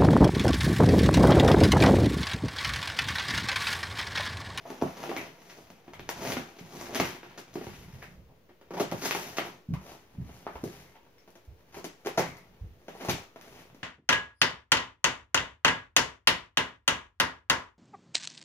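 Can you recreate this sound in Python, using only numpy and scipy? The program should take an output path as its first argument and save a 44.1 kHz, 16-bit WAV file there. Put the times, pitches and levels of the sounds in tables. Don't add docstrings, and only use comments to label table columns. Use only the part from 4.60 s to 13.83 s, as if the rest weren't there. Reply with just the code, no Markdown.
import sys
import numpy as np
from scipy import signal
from scipy.fft import rfft, irfft, next_fast_len
from scipy.io import wavfile

SR = 44100
rng = np.random.default_rng(int(sys.argv[2]) if len(sys.argv) > 2 else 0)


def inscribe(sig):
    pcm = np.round(np.clip(np.atleast_2d(sig).T, -1, 1) * 32767)
    wavfile.write(sys.argv[1], SR, pcm.astype(np.int16))


N = 407043
FFT_SIZE = next_fast_len(N + SR)
BIN_HZ = np.maximum(np.arange(FFT_SIZE // 2 + 1) * SR / FFT_SIZE, 1)


def amp(db):
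    return 10 ** (np.asarray(db) / 20)


def unit_rms(x):
    return x / np.sqrt(np.mean(x ** 2) + 1e-20)


def unit_peak(x):
    return x / np.abs(x).max()


def over_time(curve):
    return np.interp(np.arange(N) / SR, *np.transpose(curve))


def at_hz(table, hz, column=1):
    table = np.array(table)
    return np.interp(np.log(hz), np.log(table[:, 0]), table[:, column])


def band(x, low_hz, high_hz, order=2):
    return signal.sosfilt(signal.butter(order, [low_hz, high_hz], "band", fs=SR, output="sos"), x)


def delayed(x, delay_s):
    return np.pad(x, (round(delay_s * SR), 0))[:N]


def minimum_phase(spectrum):
    cepstrum = irfft(np.log(amp(at_hz(spectrum, np.linspace(1, SR / 2, 2049)))))
    cepstrum[1:2048] *= 2
    return irfft(np.exp(rfft(cepstrum[:2049], 4096)))


def diffuse_field():
    # frequency_hz, correlation
    coherence = [(25, 0.097), (60, 0.98), (250, 0.86), (500, 0.63), (1000, 0.075), (2000, 0.063),
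                 (5000, 0.11)]
    alike = at_hz(coherence, BIN_HZ)
    mid, side = rfft(rng.standard_normal((2, N)), FFT_SIZE)
    return (np.sqrt(1 + alike) * mid + np.sqrt(1 - alike) * side * [[1], [-1]]) / np.sqrt(2)


def noise_floor(level_db=-63.5):
    # frequency_hz, density_db
    spectrum = [(15, -21.5), (25, -10.5), (49, -12), (114, -10.5), (217, -15), (335, -13.5), (476, -10),
                (734, -22.5), (2410, -27.5), (6560, -36.5), (7920, -45), (14000, -36), (16000, -29)]
    hush = irfft(diffuse_field() * amp(at_hz(spectrum, BIN_HZ)), FFT_SIZE)[:, :N]
    return amp(level_db) * unit_rms(hush)


def room_reverberation(x):
    # delay_s, gain_db, first_port (whole part: 0 left, 1 right)
    reflections = [(.0042, -9.5, 1), (.0088, -11, 0.086), (.015, -14, 1)]
    # frequency_hz, t60_s, gain_db
    reverberation = [(60, 0.19, -5.5), (150, 0.22, 0.5), (393, 0.14, -7), (1260, 0.33, 0), (3150, 0.31, 2),
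                     (7050, 0.32, -2.5), (14000, 0.11, 5.5)]
    out = np.zeros((2, N))
    for delay_s, gain_db, first_port in reflections:
        out[int(first_port)] += amp(gain_db) * delayed(x, delay_s)
        out[1 - int(first_port)] += amp(gain_db) * delayed(x, delay_s + .0002)
    noises = [irfft(diffuse_field(), FFT_SIZE)[:, :N] for _ in range(2)]
    late = delayed(x, .006)
    edges_hz = np.r_[25 * 2 ** np.arange(0, 3, .5), 200 * 2 ** np.arange(0, 6.7, .25)]
    for k, (low_hz, high_hz) in enumerate(zip(edges_hz, edges_hz[1:])):
        centre_hz = np.sqrt(low_hz * high_hz)
        retained = amp(-120 / (at_hz(reverberation, centre_hz) * SR))
        energy = signal.lfilter([1 - retained], [1, -retained], band(late, low_hz, high_hz) ** 2)
        carrier = unit_rms(band(noises[k % 2], low_hz, high_hz))
        out += amp(at_hz(reverberation, centre_hz, column=2)) * np.sqrt(energy) * carrier
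    return out


def box_modes(force):
    # pitch_hz, gain_db, t60_s
    modes = [(36.2, -14, 0.059), (50.7, -28, 0.05), (72, -3.5, 0.26), (94.6, 3, 0.11), (142, -1, 0.092),
             (154, 0, 0.11), (175, 4, 0.16), (230, -4, 0.015), (264, 2, 0.039), (310, 6, 0.018),
             (358, -2, 0.24), (401.7, 6.5, 0.061), (482, 4.5, 0.013), (525.8, -4.5, 0.12),
             (600, 5.5, 0.053), (660, -4, 0.074), (705, 2.5, 0.049), (783, 5.5, 0.041), (859, -0.5, 0.064),
             (946.6, 0.5, 0.053), (1092, -3, 0.021), (1280, -16.5, 0.45)]
    out = 0
    for pitch_hz, gain_db, t60_s in modes:
        radius, angle = amp(-60 / (t60_s * SR)), 2 * np.pi * pitch_hz / SR
        feedback = [1, -2 * radius * np.cos(angle), radius ** 2]
        out = out + amp(gain_db) * signal.lfilter([0, np.sin(angle)], feedback, force + 1e-18)
    return out


def box_response(low_hz, high_hz):
    click = np.arange(SR // 2) == 0
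    return box_modes(band(click, low_hz, high_hz))


def surface_responses():
    # frequency_hz, density_db
    scrape = [(500, -27.5), (1000, -3.5), (1600, 1.5), (2200, 1.5), (3200, -3), (4500, -12.5),
              (9000, -30.5)]
    hiss = [(2000, -12), (3600, 0.5), (5000, 2.5), (6400, 7), (7300, -3), (9000, -45.5)]
    fizz = [(6000, -20), (8200, -10), (10000, 1), (12500, -1), (15000, -9), (17000, -11)]
    return [minimum_phase(spectrum) for spectrum in (scrape, hiss, fizz)]


def brief_rings():
    # start_s, pitch_hz, width_hz, level_db, t60_s
    resonances = [(.2231, 660, 150, -33.5, 0.21), (0.5664, 2250, 234.3, -37, 0.11),
                  (1.3335, 2100, 130.7, -46.5, 0.076), (1.335, 3220, 150, -56, 0.1),
                  (1.395, 3230, 150, -56, 0.086), (3.421, 1781, 601, -45, 0.11),
                  (5.1385, 1020, 250, -44.5, 0.16), (5.1405, 2121, 101, -56.5, 0.18),
                  (5.8719, 1145, 796.3, -39, 0.081), (6.247, 2100, 51, -64, 0.26),
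                  (6.327, 923, 31, -64, 0.45), (6.367, 2770, 31, -71, 0.36),
                  (6.5815, 2220, 108, -60.5, 0.14), (6.5825, 5500, 216, -63, 0.11),
                  (7.5785, 790, 440, -31, 0.13), (7.5805, 2066, 110, -39, 0.37),
                  (7.773, 2030, 150, -58.5, 0.2)]
    t, out = np.arange(SR // 3) / SR, np.zeros(N + SR)
    for start_s, pitch_hz, width_hz, level_db, t60_s in resonances:
        tone = band(rng.standard_normal(len(t)), pitch_hz - width_hz / 2, pitch_hz + width_hz / 2)
        out[round(start_s * SR):][:len(t)] += amp(level_db - 60 * t / t60_s) * unit_rms(tone)
    return out[:N]


def stick_slip(slips_per_s, spread_db, clump_db, clump_hz):
    sizes = amp(spread_db * np.minimum(rng.exponential(1, N), 5)) * rng.choice([-1, 1], N)
    pole = np.exp(-2 * np.pi * clump_hz / SR)
    clumps = unit_rms(signal.lfilter([1], [1, -2 * pole, pole ** 2], rng.standard_normal(N)))
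    slipping = rng.random(N) < slips_per_s / SR
    return unit_rms(sizes * slipping * amp(clump_db * clumps))


def friction_envelopes(rise_db_per_s=155, fall_db_per_s=184):
    # time_s, level_db
    handling = [(0.0, -57.5), (0.7, -58), (1.2, -61.5), (1.45, -60), (1.9, -55.5), (2.8, -60), (3.5, -69.5),
                (3.75, -74), (3.98, -80), (4.2, -56), (4.96, -81), (5.5, -65), (5.95, -57), (6.42, -68),
                (7.1, -69.5), (7.8, -65.5), (8.3, -68), (8.7, -114), (9.23, -58.5)]
    # time_s, level_db
    flexing = [(0.0, -70), (0.87, -81), (1.39, -56), (1.8, -75), (2.3, -59), (2.78, -78), (3.13, -55),
               (3.52, -53.5), (3.98, -79), (4.35, -59), (4.68, -77), (5.42, -91), (5.6, -38.5),
               (5.8, -65.5), (6.09, -58), (6.68, -88), (7.17, -61), (7.4, -88), (7.9, -62), (8.33, -77),
               (9.23, -64)]
    # hold_start_s, hold_s, panels_db, scrape_db, hiss_db
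    strokes = [(0.1, 0.32, -54, -62.5, -67.5), (0.441, 0.16, -45.5, -53, -60),
               (0.868, 0.14, -68, -77, -69.5), (1.659, 0.066, -36, -44, -46.5),
               (2.14, 0.064, -52.5, -60.5, -57.5), (2.362, 0.1, -43.5, -46.5, -52),
               (2.55, 0.2, -61.5, -66, -82), (3.0, 0.21, -60, -60, -64.5), (3.33, 0.14, -61, -67, -69.5),
               (4.24, 0.027, -50, -58, -77), (4.42, 0.16, -52.5, -54, -51),
               (4.66, 0.029, -50.5, -54, -56.5), (4.858, 0.017, -45.5, -53.5, -59),
               (5.288, 0.016, -49, -56.5, -59.5), (5.74, 0.049, -67, -70.5, -69),
               (6.07, 0.15, -62, -65, -66.5), (7.16, 0.12, -70, -74.5, -79.5), (7.51, 0.03, -72, -73, -71),
               (7.63, 0.053, -45.5, -58, -62.5), (8.33, 0.04, -70, -77, -75), (8.44, 0.13, -47, -54, -59),
               (8.85, 0.16, -56, -61.5, -66.5)]
    t = np.arange(N) / SR
    shares_db = [[-3.5], [-9.5], [-17.5], [-22]]
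    gains = amp(np.vstack([over_time(handling) + shares_db, over_time(flexing)]))
    for hold_start_s, hold_s, panels_db, scrape_db, hiss_db in strokes:
        release_s = hold_start_s + hold_s
        near = slice(max(round((hold_start_s - .5) * SR), 0), round((release_s + .5) * SR))
        rise_db = rise_db_per_s * (t[near] - hold_start_s)
        fall_db = fall_db_per_s * (release_s - t[near])
        envelope = amp(np.minimum(0, np.minimum(rise_db, fall_db)))
        fizz_db, flex_db = hiss_db - 5.5, panels_db - 14
        gains[:, near] += envelope * amp([[panels_db], [scrape_db], [hiss_db], [fizz_db], [flex_db]])
    return gains


def rubbing():
    slips = stick_slip(slips_per_s=6000, spread_db=4, clump_db=2.5, clump_hz=70)
    flexing = stick_slip(slips_per_s=1200, spread_db=4.5, clump_db=3, clump_hz=6.4)
    forces = np.array([slips] * 4 + [flexing]) * friction_envelopes()
    responses = [box_response(232, 2540), *surface_responses(), box_response(31, 185)]
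    return sum(signal.fftconvolve(force, response / np.linalg.norm(response))[:N]
               for force, response in zip(forces, responses))


def thuds(contact_cycles=1.78):
    # start_s, peak_db, push_hz
    blows = [(0.057, -58, 121), (0.2232, -19.5, 215), (.62, -63, 60), (1.768, -33, 167),
             (2.009, -37.5, 187), (2.398, -25.5, 150), (2.952, -45, 192), (3.069, -36, 104),
             (3.332, -35.5, 111), (3.63, -58, 40), (4.201, -41, 170), (4.319, -32, 200),
             (4.778, -55.5, 200), (5.086, -26, 172.5), (5.103, -21, 163), (5.128, -34.5, 71),
             (5.549, -44, 200), (5.582, -27.5, 158), (5.637, -43.5, 66), (5.95, -38.5, 70),
             (6.034, -25.5, 246), (6.875, -37, 72), (7.46, -42, 237), (7.579, -26, 215), (7.59, -47, 55),
             (7.69, -39.5, 222), (8.009, -29, 72), (8.1, -45, 68), (8.484, -23.5, 137), (8.499, -39, 53)]
    out = np.zeros(N + SR)
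    for start_s, peak_db, push_hz in blows:
        cycles = np.arange(SR // 3) * push_hz / SR
        contact = np.sin(np.pi * cycles / contact_cycles) * (cycles < contact_cycles)
        thud = box_modes(np.sin(2 * np.pi * cycles) * contact)
        out[round(start_s * SR):][:len(thud)] += amp(peak_db) * unit_peak(thud)
    return out[:N]


def snaps(clean_break_s=0.0056):
    # start_s, ring_db, ring_hz, crack_db, treble_db, tear_s
    fractures = [(0.0534, -31.5, 600, -54, -70, 0.007), (0.1033, -26.5, 514, -33.5, -37, 0.004),
                 (0.2145, -25, 600, -30, -40, 0.0058), (0.2226, -12, 292, -40, -34.5, 0.0022),
                 (0.4383, -24, 760, -28, -36, 0.0037), (0.4924, -24.5, 358, -31, -48, 0.0063),
                 (0.4586, -38, 700, -36, -43, 0.002), (0.5155, -22, 600, -42, -44, 0.0016),
                 (0.5658, -28.5, 900, -23, -29.5, 0.002), (0.894, -47, 713, -38.5, -42, 0.016),
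                 (0.984, -38, 400, -53, -64, 0.0054), (1.1028, -39, 305, -40, -42.5, 0.0034),
                 (1.279, -36, 288, -45, -66, 0.0056), (1.335, -34.5, 988, -34.5, -40.5, 0.0042),
                 (1.3955, -34.5, 338, -30.5, -43, 0.0028), (1.491, -19.5, 747, -20, -21, 0.0038),
                 (1.7212, -21.5, 650, -20, -23.5, 0.0042), (1.7689, -20.5, 261, -21.5, -46, 0.0036),
                 (1.987, -39.5, 630, -39, -39, 0.0063), (2.1341, -35, 253, -50, -57, 0.01),
                 (2.2932, -32, 326, -57, -63, 0.006), (2.3276, -32, 395, -47, -50, 0.0044),
                 (2.348, -40, 690, -25, -21.5, 0.002), (2.3538, -23.5, 400, -18.5, -23.5, 0.0069),
                 (2.3998, -12.5, 385, -12.5, -18.5, 0.0039), (2.6314, -35, 666, -35, -51, 0.0043),
                 (2.7763, -35, 432, -34, -33.5, 0.0088), (2.9403, -44, 250, -46, -37, 0.0037),
                 (2.9555, -25, 264, -35, -36.5, 0.0047), (3.0125, -28.5, 264, -38, -57, 0.0051),
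                 (3.0685, -29.5, 332, -36, -62, 0.0033), (3.4266, -36, 1160, -34.5, -41, 0.0037),
                 (3.69, -51, 500, -69, -78, 0.015), (3.8902, -47, 400, -50.5, -74, 0.0098),
                 (4.0132, -41.5, 463, -47, -55, 0.0044), (4.107, -29, 433, -37.5, -46, 0.0054),
                 (4.137, -27.5, 415, -36, -38.5, 0.0079), (4.168, -25, 500, -34, -39, 0.01),
                 (4.179, -27, 700, -30, -35, 0.003), (4.198, -14, 450, -22.5, -22.5, 0.0084),
                 (4.3148, -30, 600, -28.5, -29, 0.0033), (4.3207, -18, 396, -29, -43, 0.0045),
                 (4.4136, -29.5, 371, -25, -24, 0.041), (4.45, -23, 705, -21.5, -18, 0.0073),
                 (4.51, -18.5, 1280, -11.5, -22.5, 0.0024), (4.5494, -16, 740, -22, -23, 0.0048),
                 (4.7696, -29.5, 644, -24, -25, 0.0063), (4.7845, -15, 600, -14, -33, 0.0033),
                 (5.1387, -35.5, 328, -33, -39.5, 0.0036), (5.6922, -39, 264, -45, -64, 0.0045),
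                 (5.8668, -21.5, 720, -37.5, -58, 0.00077), (5.9551, -30, 764, -37.5, -47, 0.006),
                 (6.0395, -24.5, 245, -43, -32, 0.004), (6.3546, -44.5, 915, -46, -65, 0.0058),
                 (6.465, -47.5, 300, -57, -70, 0.0047), (6.583, -74, 503, -49, -56, 0.0027),
                 (6.6766, -43, 250, -47, -53, 0.0051), (6.705, -70, 500, -70, -49, 0.002),
                 (6.754, -42.5, 450, -48, -48, 0.006), (6.852, -70, 500, -68, -54, 0.002),
                 (7.1235, -50, 409, -47, -50, 0.012), (7.1435, -36.5, 810, -36.5, -39, 0.0066),
                 (7.1658, -34.5, 470, -40.5, -38, 0.014), (7.2434, -27.5, 372, -31, -27.5, 0.005),
                 (7.448, -36.5, 500, -39, -41, 0.009), (7.4607, -22, 360, -28.5, -29, 0.0048),
                 (7.4708, -18.5, 507, -22.5, -28.5, 0.0028), (7.575, -12.5, 504, -19, -19.5, 0.010),
                 (7.77, -53, 900, -42, -42, 0.003), (8.2827, -30, 427, -32.5, -42.5, 0.0051),
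                 (8.3514, -33, 471, -45, -52, 0.0031), (8.4021, -31, 420, -34.5, -39, 0.023),
                 (8.449, -24, 710, -37, -32, 0.0042), (8.486, -17, 355, -21, -26, 0.0062),
                 (8.4959, -40, 350, -15, -16.5, 0.005), (8.7601, -33.5, 518, -39, -48, 0.0041),
                 (8.8128, -47, 400, -39, -41, 0.0015), (9.026, -62, 400, -62, -54, 0.0015),
                 (9.1, -49, 600, -46, -66, 0.002), (9.147, -43.5, 245, -48, -49, 0.004)]
    t = np.arange(SR // 8) / SR
    forces = np.zeros((3, N + len(t)))
    knocks = np.zeros(N + SR)
    panels = box_response(201, 3300)[:SR // 5]
    for start_s, ring_db, ring_hz, crack_db, treble_db, tear_s in fractures:
        start = round(start_s * SR)
        sharp_share = 1 / (1 + (tear_s / clean_break_s) ** 2)
        noise = rng.standard_normal(len(t))
        rattle = noise * np.abs(noise) * np.sqrt(t) * np.exp(-t / tear_s)
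        burst = rattle / np.linalg.norm(rattle) * (1 - sharp_share) * 2
        burst[0] = sharp_share
        forces[:, start:start + len(t)] += burst * amp([[crack_db], [treble_db], [treble_db - 5.5]])
        forces[2, start] += sharp_share * amp(treble_db - 8)
        ring = band(panels, ring_hz / 1.7, ring_hz * 1.7, order=1)
        knock = signal.fftconvolve(burst, unit_peak(ring))
        knocks[start:start + len(knock)] += amp(ring_db) * knock
    cracks = sum(signal.fftconvolve(force, unit_peak(response))[:N]
                 for force, response in zip(forces, surface_responses()))
    return knocks[:N] + cracks


def scene():
    # time_s, lag_samples
    left_lag = [(0, 1), (1, 2), (4.9, 3), (5.1, -4), (9.3, -5)]
    direct = rubbing() + snaps() + thuds() + brief_rings()
    lag_samples = np.round(over_time(left_lag)).astype(int)
    left = direct[np.clip(np.arange(N) - lag_samples, 0, N - 1)]
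    return np.array([left, direct]) + room_reverberation(direct) + noise_floor()


def record(dry):
    # frequency_hz, left_minus_right_db
    imbalance = [(60, -2), (180, -1), (550, 0), (1650, 1), (4970, 5), (15000, 4.5)]
    tilt = amp(at_hz(imbalance, BIN_HZ) / 2 * [[1], [-1]])
    tilted = irfft(rfft(dry, FFT_SIZE) * tilt, FFT_SIZE)[:, :N]
    bass_cut = signal.butter(1, 45, "high", fs=SR, output="sos")
    top_cut = signal.cheby2(16, 70, 16300, fs=SR, output="sos")
    return signal.sosfilt(top_cut, signal.sosfilt(bass_cut, tilted)) - .0005


dry = scene()
out = record(dry)
inscribe(out)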